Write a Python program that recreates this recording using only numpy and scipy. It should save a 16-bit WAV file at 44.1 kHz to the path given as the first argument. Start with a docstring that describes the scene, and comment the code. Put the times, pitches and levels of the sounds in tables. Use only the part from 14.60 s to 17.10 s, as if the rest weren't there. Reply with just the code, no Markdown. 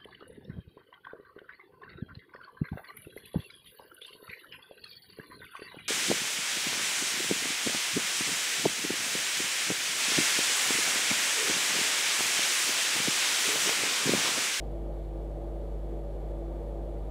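"""On a workbench, a small cooling fan runs steadily, heard close by one microphone.
Mains hum sits below: the fundamental and its odd harmonics, built from sines that crest together.
Shaped noise makes the faint treble hiss and the dull, gusting air rush through the heat-sink fins.
The motor and blades sing thin, wavering sines; the two strongest swell and fade."""
import sys
import numpy as np
from scipy import signal
from scipy.fft import rfft, irfft
from scipy.io import wavfile

SR = 44100
rng = np.random.default_rng(int(sys.argv[2]) if len(sys.argv) > 2 else 0)


def generate_wav(signal):
    """Clip the signal to [-1, 1] and save it as 16-bit WAV at the path in sys.argv[1]."""
    frames = np.transpose(np.atleast_2d(signal))
    scaled = np.clip(frames, -1, 1) * 32767
    pcm = np.round(scaled).astype(np.int16)
    wavfile.write(sys.argv[1], SR, pcm)


N = 110250  # 2.5 s


def from_db(db):
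    """Turn decibels into an amplitude gain."""
    return 10 ** (np.asarray(db) / 20)


def drift(rate_hz):
    """Slow random wander of spread 1: noise through two equal one-pole low-passes."""
    step = 40  # samples between drift points
    warm_up = 2000  # points dropped while the filter settles
    pole = np.exp(-2 * np.pi * rate_hz * step / SR)
    noise = rng.standard_normal(N // step + warm_up + 2)
    slow = signal.lfilter([1], [1, -2 * pole, pole ** 2], noise)[warm_up:]
    return np.interp(np.arange(N) / step, np.arange(len(slow)), slow / slow.std())


def banded_noise(spectrum, patchy_db, shared_db, from_hz):
    """Shaped noise in half-octave bands that flicker alone and, towards the treble, also together."""
    hz, db = np.transpose(spectrum)
    octave = np.log2(np.maximum(np.fft.rfftfreq(N, 1 / SR), 1))
    density_db = np.interp(octave, np.log2(hz), db, left=-140, right=db[-1])
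    # unit white noise spreads its power over SR / 2
    coloured = rfft(rng.standard_normal(N)) * from_db(density_db) * np.sqrt(SR / 2)
    out = np.zeros(N)
    for centre in np.arange(4, 15, 0.5):  # in octaves above 1 Hz
        crossfade = np.clip(1 - 2 * abs(octave - centre), 0, 1)
        band = irfft(coloured * crossfade, N)
        # the shared movement fades in over the octave below from_hz
        share = np.clip(centre - np.log2(from_hz) + 1, 0, 1)
        out += band * from_db(patchy_db * drift(6.4) + shared_db * share)
    return out


# Mains hum, the fundamental and its odd harmonics: (multiple of the mains frequency, level [dB rms])
HUM_HARMONICS = [(1, -36), (3, -49.5), (5, -60), (9, -57)]
MAINS_HZ, HUM_WAVER_DB = 50.38, 0.26


def mains_hum():
    """The fundamental and odd harmonics crest together and waver slightly, from a zero crossing."""
    turn = 2 * np.pi * MAINS_HZ * np.arange(N) / SR + np.pi / 2
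    wave = np.zeros(N)
    for multiple, db in HUM_HARMONICS:
        wave += np.sqrt(2) * from_db(db) * np.cos(multiple * turn)  # rms to peak
    return wave * from_db(HUM_WAVER_DB * drift(5))


# Spectrum of the treble hiss: (frequency [Hz], density [dB per Hz])
HISS_SPECTRUM = [(800, -105), (1600, -101.5), (2200, -103.5), (2700, -107), (3150, -106.5), (3360, -102.5),
                 (3500, -104.5), (3680, -109), (3850, -107), (4100, -110), (4500, -107), (4800, -114),
                 (6800, -115), (7250, -111), (7800, -116), (8350, -112), (8700, -115), (10300, -116),
                 (11100, -114), (12300, -115), (13000, -119), (15000, -117)]
HISS_PATCHY_DB, HISS_FLUTTER_DB = 0.37, 0.52


def treble_hiss():
    """Faint noise of blade tips and microphone, with a fast shared flutter and patchy bands."""
    flutter_db = HISS_FLUTTER_DB * drift(60)
    return banded_noise(HISS_SPECTRUM, HISS_PATCHY_DB, flutter_db, HISS_SPECTRUM[0][0])


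# Spectrum of the air through the fins: (frequency [Hz], density [dB per Hz])
AIR_SPECTRUM = [(25, -85), (45, -70.5), (80, -69), (95, -78), (130, -74), (165, -76.5), (195, -74),
                (230, -75), (280, -78.5), (310, -72), (345, -71.5), (380, -72), (430, -70), (600, -71),
                (680, -73.5), (720, -77), (800, -80), (1000, -90.5), (1100, -94), (1170, -92), (1350, -99),
                (2000, -107), (4000, -125)]
# Gusts of the air rush around its mean: (time [s], level [dB])
AIR_GUSTS = [(0, 0), (.14, 0), (.3, 1), (.45, -2.5), (.55, -.5), (.66, -0.5), (.76, -1.5), (.85, 1.5),
             (1.0, -1), (1.15, 0), (1.25, -1), (1.35, 2), (1.48, -2), (1.6, 1), (1.7, 0.5), (1.82, 0),
             (1.95, 1), (2.1, 1), (2.25, 0.5), (2.4, -.5), (2.5, 0)]
AIR_PATCHY_DB, GUST_FROM_HZ = 0.4, 220


def air_rush():
    """Dull turbulent noise between the fins; gusts move its upper bands, the lowest stay out of them."""
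    time_s, level_db = np.transpose(AIR_GUSTS)
    gust_db = np.interp(np.arange(N) / SR, time_s, level_db)
    return banded_noise(AIR_SPECTRUM, AIR_PATCHY_DB, gust_db, GUST_FROM_HZ)


# Steady tones of motor and blades: (frequency [Hz])
STEADY_HZ = [106.1, 674.3, 780.6, 818.2, 881, 924.3, 1030.4, 1068, 1193, 1230.6, 1296.3, 1663, 2261.9, 2324,
             2835.2, 2961.8, 3322.5, 3368, 3554.4, 3605.3, 3742.4, 3855.2, 4226.9, 4458.9, 7445.1, 8349.5]
# Mean level of each steady tone, in the same order: (level [dB rms])
STEADY_DB = [-55, -60.5, -68.5, -69.5, -78, -70.5, -79, -84, -75.5, -94, -85.5, -91.5, -86, -88, -92, -88,
             -100, -93, -94, -93, -92, -90, -91, -100, -100, -102]
# The two strongest fan tones: (frequency [Hz])
SWELLING_TONES_HZ = [336.3, 568.4]
# How those two swell and fade: (time [s], lower tone level [dB rms], upper tone level [dB rms])
TONE_SWELLS = [(0, -52, -65), (.15, -46.5, -53), (.35, -49, -52.5), (.45, -49, -74), (.55, -48.5, -63),
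               (.7, -50, -49.5), (.85, -46, -54), (1.0, -50.5, -52), (1.2, -51.5, -57), (1.33, -45, -54),
               (1.5, -51, -54), (1.68, -52.5, -54.5), (1.84, -44.5, -51), (1.95, -48, -58),
               (2.05, -48.5, -50), (2.17, -47.5, -57.5), (2.33, -47, -55), (2.5, -54.5, -56)]
TONE_WAVER_DB = 1
# phase wander: a base amount, plus more for higher tones
WANDER_RAD, WANDER_RAD_PER_KHZ = 0.25, 0.6


def fan_tone(hz, level_db):
    """One sine from a random starting phase that then wanders slowly, further for higher tones."""
    turns = hz * np.arange(N) / SR + rng.random()
    wander = (WANDER_RAD + WANDER_RAD_PER_KHZ * hz / 1000) * drift(1.38)
    return np.sqrt(2) * from_db(level_db) * np.sin(2 * np.pi * turns + wander)


def motor_and_blades():
    """Thin spinning tones: the steady ones waver in level, the two strongest follow their swells."""
    tones = np.zeros(N)
    for hz, db in zip(STEADY_HZ, STEADY_DB):
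        tones += fan_tone(hz, db + TONE_WAVER_DB * drift(1.53))
    time_s, *swells_db = np.transpose(TONE_SWELLS)
    for hz, swell_db in zip(SWELLING_TONES_HZ, swells_db):
        tones += fan_tone(hz, np.interp(np.arange(N) / SR, time_s, swell_db))
    return tones


def scene():
    """Layer the hum, hiss, air rush and fan tones into one channel."""
    mix = mains_hum() + treble_hiss() + air_rush() + motor_and_blades()
    return mix[None]


CUTOFF_HZ = 15300  # the cut is 60 dB deep from here up


def record(dry):
    """Cut the top steeply, with the filter already settled on the first sample."""
    sos = signal.cheby2(30, 60, CUTOFF_HZ, fs=SR, output="sos")
    settled = signal.sosfilt_zi(sos) * dry[0, 0]
    filtered, _ = signal.sosfilt(sos, dry[0], zi=settled)
    return filtered[None]


dry = scene()
out = record(dry)
generate_wav(out)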